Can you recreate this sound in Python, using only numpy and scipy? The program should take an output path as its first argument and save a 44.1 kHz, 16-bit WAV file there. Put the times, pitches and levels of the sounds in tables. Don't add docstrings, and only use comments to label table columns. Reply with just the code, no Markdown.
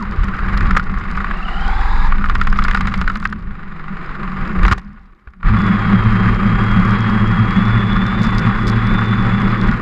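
import sys
import numpy as np
from scipy import signal
from scipy.fft import rfft, irfft, next_fast_len
from scipy.io import wavfile
from scipy.ndimage import map_coordinates

SR = 44100
rng = np.random.default_rng(int(sys.argv[2]) if len(sys.argv) > 2 else 0)


def gain_from_db(level_db):
    decades = np.asarray(level_db, float) / 20
    return 10 ** decades


def to_wav(sig):
    pcm = np.clip(np.atleast_2d(sig), -1, 1) * 32767
    pcm = np.round(pcm).astype(np.int16)
    wavfile.write(sys.argv[1], SR, pcm.T)


N = 432621
TIME = np.arange(N) / SR
THROTTLE_OFF_S = 2.09

# time_s, rate_turns_per_s, shake_db (before the level of each multiple)
WHEEL_MOTION = [(0.0, 8.1, -33), (0.55, 11, -26), (0.86, 12.9, -25), (1.52, 18.3, -19.5), (1.66, 20, -12.5),
                (1.9, 21.6, -13), (2.08, 21, -12.5), (2.51, 18, -10.5), (2.74, 17, -19),
                (3.62, 11.9, -30.5), (4.31, 11.2, -25), (4.62, 10.7, -24)]
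# time_s, rate_turns_per_s, load_db, pinion_whine_db (levels before fixed trims)
MOTOR_MOTION = [(0, 84, -50, -31), (.12, 106, -52, -36), (.3, 93, -51, -31), (.38, 120, -54, -30),
                (.55, 135, -54, -36), (.8, 142, -49, -40), (1.25, 194, -35.5, -54), (1.4, 211, -27, -41),
                (1.57, 232, -21.5, -40), (1.75, 260, -20, -47), (1.92, 276, -18.5, -49),
                (2.07, 278, -17.5, -50), (2.16, 245, -53, -80), (3.4, 166, -66, -78), (4.45, 140, -60, -80)]
# time_s, gear_grind_db, mount_db, bumps_db (levels before fixed trims)
CASE_SHAKING = [(0.0, -34.5, -26, -26), (0.41, -30, -31, -22), (0.68, -26.5, -23, -11),
                (0.82, -35, -27, -21), (1.31, -28.5, -25.5, -24), (1.42, -32.5, -30, -45),
                (1.8, -27.5, -35.5, -26), (2.12, -30.5, -28.5, -26), (2.4, -34, -24.5, -20.5),
                (2.81, -29, -22, -19), (3.41, -43, -31, -28), (3.79, -38, -37, -38), (4.4, -30, -24, -30.5),
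                (4.72, -29, -18, -14.5), (4.78, -44.5, -33.5, -30), (5.16, -58.5, -52.5, -53),
                (5.41, -59, -44, -49), (5.46, -25.5, -22.5, -13.5), (5.6, -23.5, -16.5, -24),
                (9.7, -24.5, -15.5, -24), (9.81, -30, -23, -27)]
# time_s, peak_db (before fixed trims), brightness_db
LOOSE_KNOCKS = [(0.367, -22, 3), (0.5292, -18, 0), (0.579, -13, 2), (0.6686, -15, 1), (0.709, -7.5, 4),
                (0.751, -11, -10), (0.7726, -6.5, -3), (0.796, -7.5, -1), (1.103, -16, -4),
                (1.174, -7, -12), (1.2033, -10.5, -7), (1.2435, -6.5, -10), (1.2686, -12.5, -10),
                (1.3106, -4.5, -17.5), (1.4849, -15, -2), (2.123, -4.5, -12.5), (2.2414, -4, -12.5),
                (2.2973, -3.5, -1), (2.353, -4.5, 1), (2.413, -4.5, 4.5), (2.4711, -4, -0.5),
                (2.5265, -8, -1.5), (2.588, -3.5, 0), (2.623, -16.5, 6), (2.649, -7.5, 3), (2.682, -8, 5.5),
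                (2.711, -8, 6), (2.7468, -4.5, 5.5), (2.7724, -8, 1.5), (2.8086, -7.5, 6.5),
                (2.872, -10.5, 6.5), (2.9397, -14, 11), (3.0134, -11, 9.5), (3.0769, -6, 0.5),
                (3.0987, -8.5, -0.5), (3.1556, -14.5, 8.5), (3.2268, -10, -8), (3.2528, -1.5, -2),
                (3.3261, -11.5, -0.5), (4.6313, -7.5, 3), (4.6809, 0, 0), (4.7125, -9, 10.5),
                (5.335, -35, 1), (5.4297, -14, -10), (5.4483, -17, -14), (5.4861, -6, -11.5),
                (5.544, -12.5, -3), (5.5686, -13.5, -1.5), (5.6049, -16, 2)]


def unit(x):
    return x / np.sqrt(np.mean(x ** 2) + 1e-20)


def along(points, hz):
    point_hz, level_db = np.transpose(points)
    return np.interp(np.log(hz + 1), np.log(point_hz + 1), level_db)


def curves(rows):
    time_s, *columns = np.transpose(rows)
    return [np.interp(TIME, time_s, column) for column in columns]


def running(rows, fade_s):
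    inside_s = np.minimum(TIME - rows[0][0], rows[-1][0] - TIME)
    return np.clip(inside_s / fade_s + 1, 0, 1)


def wobble(rate):
    knots = rng.standard_normal(int(N * rate / SR) + 4)
    return map_coordinates(knots, [TIME * rate])


def turns(hz):
    return 2 * np.pi * np.cumsum(hz) / SR


def coloured(x, db_at):
    size = next_fast_len(N + SR // 4)
    gain = gain_from_db(db_at(np.fft.rfftfreq(size, 1 / SR)))
    cepstrum = irfft(np.log(gain + 1e-7), size)
    cepstrum[1:size // 2] *= 2
    cepstrum[size // 2 + 1:] = 0
    response = np.exp(rfft(cepstrum))
    return irfft(rfft(x, size) * response, size)[:N]


def case_ringing(hz):
    # centre_hz, width_hz (to 1/e of the boost), boost_db
    resonances = [(786, 33, 7), (1167, 210, 10.5), (1442, 38, 6), (1957, 520, 6), (3900, 350, 2.5),
                  (4915, 340, 7), (7110, 450, 7.5), (11050, 700, 6)]
    return sum(db * np.exp(-((hz - centre) / width) ** 2) for centre, width, db in resonances)


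def case(hz):
    # frequency_hz, gain_db
    transmission = [(200, -16), (350, -10), (620, -16.5), (1000, -11), (1600, -10), (2600, -19),
                    (4000, -29.5), (5800, -47), (8200, -53), (15000, -78.5)]
    return along(transmission, hz) + case_ringing(hz)


def shell(hz):
    # frequency_hz, gain_db
    response = [(1500, -34), (3500, 3.5), (5000, 1), (7000, -10.5), (10000, -21), (13000, -25.5),
                (16000, -51)]
    return along(response, hz) + .5 * case_ringing(hz)


def shaking():
    # centre_hz, half_power_width_hz, level_db
    mount_modes = [(167, 55, -6.5), (192.3, 22, 3), (209.7, 66.7, -5.5)]
    # frequency_hz, relative_level_db
    bump_spectrum = [(8, -23.5), (22, 6), (45, -0.5), (90, -12), (150, -14.5), (300, -33.5), (600, -58.5),
                     (1500, -120)]
    grind_db, mount_db, bumps_db = curves(CASE_SHAKING)
    grind_db = grind_db + 0.17 * wobble(8)
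    bright_db = 1 + 1 * wobble(8)
    mount_db = mount_db + 2.5 * wobble(14)

    lumps_db = 0.58 * wobble(18) + 1.4 * wobble(90) + 0.95 * wobble(400)
    wheel = turns(curves(WHEEL_MOTION)[0])
    beat_db = 1.3 * running(WHEEL_MOTION, .02) * np.sin(2 * wheel)
    contact = coloured(gain_from_db(lumps_db + beat_db) * rng.standard_normal(N), case)
    treble = coloured(contact, lambda hz: along([(2000, -39.5), (3200, 1.5)], hz))
    grind = gain_from_db(grind_db + 1.33) * (contact + (gain_from_db(bright_db) - 1) * treble) / np.std(contact)

    def mode_gain_db(hz):
        power = sum(gain_from_db(2 * db) / (1 + (2 * (hz - centre) / width) ** 4)
                    for centre, width, db in mount_modes)
        return 10 * np.log10(power)

    ringing = unit(coloured(rng.standard_normal(N), mode_gain_db))
    sway = np.sin(turns(mount_modes[1][0] + 13 * wobble(22)))
    mount = gain_from_db(mount_db - 1.5) * (0.67 * ringing + 0.98 * sway)

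    jostle = gain_from_db(2.45 * wobble(12)) * rng.standard_normal(N)
    bumps = gain_from_db(bumps_db + 4.0) * unit(coloured(jostle, lambda hz: along(bump_spectrum, hz)))
    return grind + mount + bumps


def faint_knocks():
    rattle_db, spread_db, timing_spread_s = 13, 3, .006
    load_damps, slack_db = 0.31, -48
    half_turns = np.diff(turns(curves(WHEEL_MOTION)[0]) // np.pi)
    at = np.flatnonzero(half_turns * (TIME[1:] < WHEEL_MOTION[-1][0]))
    luck = rng.standard_normal((len(at), 2))
    level_db = curves(CASE_SHAKING)[0][at] + rattle_db + spread_db * luck[:, 0]
    level_db -= load_damps * np.maximum(curves(MOTOR_MOTION)[1][at] - slack_db, 0)
    return [(abs(i / SR + timing_spread_s * late), db, 2) for i, db, late in zip(at, level_db, luck[:, 1])]


def knocks():
    # frequency_hz (mean of a random spread), level_db (likewise), t60_s
    chassis_modes = [(1222, -3.5, 0.027), (1385, -1.5, 0.025), (1800, -5.5, 0.018), (2226, -9, 0.0097),
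                     (2750, -22, 0.018)]
    rings, cracks, t = np.zeros(N + SR), np.zeros(N + SR), TIME[:SR // 12]
    rise = 1 - np.exp(-t / .001)
    for start_s, db, bright_db in LOOSE_KNOCKS + faint_knocks():
        ring = np.zeros(len(t))
        for hz, level_db, t60 in chassis_modes:
            decay_db = level_db + rng.normal(0, 2.5) - 60 * t / t60
            ring += gain_from_db(decay_db) * np.sin(2 * np.pi * hz * (1 + rng.normal(0, 0.046)) * t)
        start = round(start_s * SR)
        rings[start:][:len(t)] += gain_from_db(db - 0.5) * rise * ring
        crack_db = db + bright_db + 10.5 - 60 * t / 0.029
        cracks[start:][:len(t)] += gain_from_db(crack_db) * rise * rng.standard_normal(len(t))
    dry_crack = coloured(cracks[:N], lambda hz: case(hz) + along([(600, -7.5), (1100, -3.5), (3500, 2.5)], hz))
    return rings[:N] + dry_crack


def jolts():
    # start_s, level_db, pitch_hz, t60_s
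    thumps = [(4.634, -0.5, 44.7, 0.29), (4.689, -18, 60, .08), (4.717, 0.5, 75.4, 0.06),
              (5.272, -24, 59.6, 0.13), (5.439, -10.5, 35.2, 0.26)]
    total = np.zeros(N)
    for start_s, db, hz, t60 in thumps:
        after_s = np.clip(TIME - start_s, 0, 1)
        total += gain_from_db(db - 60 * after_s / t60) * np.sin(2 * np.pi * hz * after_s)
    return total


def drive():
    # time_s, pitch_hz, level_db (both wavering)
    shaft_motion = [(5.5, 105.8, -18), (5.7, 108, -19.5), (6.18, 111.5, -19.5), (7.31, 110, -19.5),
                    (8.32, 113.1, -21), (9.72, 113.6, -20), (9.81, 116, -33)]
    # time_s, pitch_hz, level_db (both wavering, level before a fixed trim)
    mesh_motion = [(5.58, 3430, -44), (5.8, 3275, -42), (6.1, 3156, -44), (6.45, 3180, -43.5),
                   (6.58, 3237, -40), (7.52, 3276, -43), (7.64, 3427, -40), (7.9, 3406, -36.5),
                   (8.15, 3510, -38.5), (8.5, 3400, -43), (8.85, 3393, -41.5), (8.97, 3494, -36),
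                   (9.3, 3425, -42), (9.68, 3410, -41), (9.78, 3000, -56)]
    shaft_hz, shaft_db = curves(shaft_motion)
    mesh_hz, mesh_db = curves(mesh_motion)
    shaft = turns(shaft_hz * (1 + .012 * wobble(25)))
    hum = np.sqrt(2) * gain_from_db(shaft_db + 4.6 * wobble(30)) * (np.sin(shaft) + 0.36 * np.sin(2 * shaft))

    mesh = turns(mesh_hz * (1 + 0.0046 * wobble(25) + 0.0048 * wobble(150)))
    swell = 1 + 0.59 * np.exp(1j * shaft) + 0.083 * np.exp(-1j * shaft)
    whine_db = mesh_db + 2 + 2.86 * wobble(70) + 1.6 * wobble(9)
    whine = gain_from_db(whine_db) * np.imag(swell * np.exp(1j * mesh))
    return running(shaft_motion, 0.017) * hum + running(mesh_motion, .02) * whine


def wheels():
    # multiple_of_wheel_rate, relative_level_db
    harmonics = [(1, -1.5), (2, -6.5), (3, -18), (4, -22.5)]
    rate, shake_db = curves(WHEEL_MOTION)
    wheel = turns(rate)
    coast_db = -10.5 * np.clip((TIME - THROTTLE_OFF_S) / .2, 0, 1)
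    shake = np.zeros(N)
    for k, db in harmonics:
        level_db = shake_db + db + (k % 2 == 0) * coast_db + 3.0 * wobble(3.91)
        shake += np.sqrt(2) * gain_from_db(level_db) * np.sin(k * wheel)
    return running(WHEEL_MOTION, 0.038) * shake


def motor():
    # multiple_of_motor_rate, level_db (before the case and a fixed trim)
    buzz_partials = [(3, -5.5), (3.3, -3.5), (3.599, -8.5), (6.001, -8.5)]
    pinion_teeth = 13
    power_hum_db, coast_hum_db = -41, -34.5
    lurch, steady_rate = 17.5, 110
    speed, load_db, pinion_db = curves(MOTOR_MOTION)
    wheel = turns(curves(WHEEL_MOTION)[0])

    powered = np.clip((THROTTLE_OFF_S - TIME) / .04, 0, 1)
    coasting_db = coast_hum_db - 0.1184 * (speed - 150)
    hum_db = powered * power_hum_db + (1 - powered) * coasting_db + 2.1 * wobble(4.13)
    hum = gain_from_db(hum_db) * np.sin(turns(speed))

    spin = turns(speed * (1 + 0.00706 * wobble(70)))
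    buzz = np.zeros(N)
    for k, db in buzz_partials:
        level_db = load_db + db + 1.5 + 1.4 * np.sin(2 * wheel)
        buzz += gain_from_db(level_db) * (0.66 + wobble(120)) * np.sin(k * spin)
    hiss = coloured(gain_from_db(load_db + 12.0) * rng.standard_normal(N),
                    lambda hz: along([(2500, -37.5), (3800, 2)], hz))

    swing = lurch * np.minimum(1, steady_rate / speed) * np.cos(2 * wheel)
    teeth = pinion_teeth * turns(speed + swing + .02 * speed * wobble(60))
    whine_db = pinion_db + 4 + 1.6 * np.sin(2 * wheel)
    whine = gain_from_db(whine_db) * (0.68 + speed / 300 * wobble(170)) * np.sin(teeth)
    return running(MOTOR_MOTION, .02) * (hum + coloured(buzz + hiss, case) + whine)


def speed_controller():
    # time_s, carrier_hz, lower_tone_db
    switching = [(0, 12100, -80), (.7, 12030, -76), (1, 12100, -86), (2.07, 12020, -85)]
    carrier_hz, switch_db = curves(switching)
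    speed = curves(MOTOR_MOTION)[0]
    tones = np.sin(turns(carrier_hz - 2 * speed)) + .6 * np.sin(turns(carrier_hz + 2 * speed))
    return running(switching, .02) * gain_from_db(switch_db) * tones


def wading():
    # frequency_hz, relative_level_db
    slosh_spectrum = [(200, -58), (280, -4), (360, 1), (450, -6.5), (700, -18), (1500, -120)]
    # time_s, mean_level_db
    slosh_levels = [(0, -42.5), (.7, -43), (1.4, -47), (3.6, -51), (4.3, -40), (4.72, -34.5), (4.8, -61.5),
                    (5.42, -68.5), (5.5, -37), (6.3, -33), (9.81, -33)]
    slosh = unit(coloured(rng.standard_normal(N), lambda hz: along(slosh_spectrum, hz)))
    return gain_from_db(curves(slosh_levels)[0] + 2.5 * wobble(15)) * slosh


def drops():
    # start_s, peak_db (before a fixed trim)
    ticks = [(0.575, -26.5), (0.607, -31), (0.778, -30), (0.987, -39), (1.68, -35), (2.4372, -36),
             (2.6392, -24.5), (3.1714, -33.5), (4.061, -44), (4.4777, -38), (4.665, -30.5), (6.3462, -35.5),
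             (6.7982, -36), (6.851, -35), (6.908, -34.5), (7.315, -37), (7.509, -34.5), (8.2, -40),
             (8.2323, -29), (8.2482, -33), (8.3077, -37), (8.383, -23.5), (8.6702, -26.5), (8.683, -35),
             (9.225, -38)]
    # time_s, level_db (before a fixed trim)
    spray = [(0, -65), (.8, -67.5), (1.3, -71), (2.1, -67.5), (2.6, -58.5), (3.3, -66), (3.6, -93),
             (4.5, -78.5), (4.72, -61), (4.8, -76), (5.4, -91), (5.6, -68.5), (8.2, -61.5), (9.81, -61.5)]
    hits, t = np.zeros(N + SR), TIME[:SR // 20]
    stray_s = rng.random(60) * N / SR
    stray_db = np.interp(stray_s, *np.transpose(spray)) + 18 + 4 * rng.standard_normal(len(stray_s))
    clicks = [(start_s, db + bright_db - 27) for start_s, db, bright_db in LOOSE_KNOCKS]
    for start_s, db in ticks + clicks + list(zip(stray_s, stray_db)):
        decay_db = db + 7.5 - 20 * t / 0.0034
        hits[round(start_s * SR):][:len(t)] += gain_from_db(decay_db) * rng.standard_normal(len(t))

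    when, size = rng.random((2, 1300))
    fine = np.bincount((when * N).astype(int), (size + 0.0037) ** -.5, N)
    envelope = signal.fftconvolve(fine, gain_from_db(-20 * t[:300] / 0.002))[:N]
    patter = gain_from_db(curves(spray)[0] + 19) * envelope * rng.standard_normal(N)
    return coloured(hits[:N] + patter, shell)


def bursts():
    # start_s, length_s, through_case_db, on_shell_db
    contacts = [(0.763, 0.02, 0, -29), (4.637, 0.032, -3.5, -50), (4.668, 0.0069, 1, -40),
                (4.712, 0.0256, -1, -26.5), (4.774, 0.025, -20, -45), (4.957, .03, -31, -76),
                (5.124, 0.013, -31, -75), (5.185, 0.028, -47, -76), (5.268, 0.022, -31.5, -82),
                (5.397, 0.017, -29, -76), (8.232, 0.048, -33, -35.5), (8.386, 0.015, -26, -32),
                (8.673, 0.031, -23, -30)]
    scrape, splash = np.zeros(N), np.zeros(N)
    for start_s, length_s, case_db, shell_db in contacts:
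        inside_s = np.minimum(TIME - start_s, start_s + length_s - TIME)
        gate = np.clip(inside_s / 0.0057, 0, 1)
        scrape += gain_from_db(case_db) * gate
        splash += gain_from_db(shell_db) * gate
    crackle = gain_from_db(5.25 * wobble(250)) * rng.standard_normal(N)
    return coloured(splash * crackle, shell) + coloured(scrape * crackle, case)


def microphone_noise():
    hiss = coloured(rng.standard_normal(N), lambda hz: along([(500, 0.5), (5000, -6.5), (13000, -13)], hz))
    return gain_from_db(-82) * unit(hiss)


def scene():
    truck = shaking() + knocks() + jolts() + drive() + wheels() + motor() + speed_controller()
    water = wading() + drops() + bursts()
    return (truck + water + microphone_noise())[None]


def band_limit(x):
    return signal.sosfilt(signal.butter(12, 15300, fs=SR, output="sos"), x)


def record(dry):
    soft = dry / (1 + np.abs(dry / .93) ** 6) ** (1 / 6)
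    return band_limit(soft)


dry = scene()
out = record(dry)
to_wav(out)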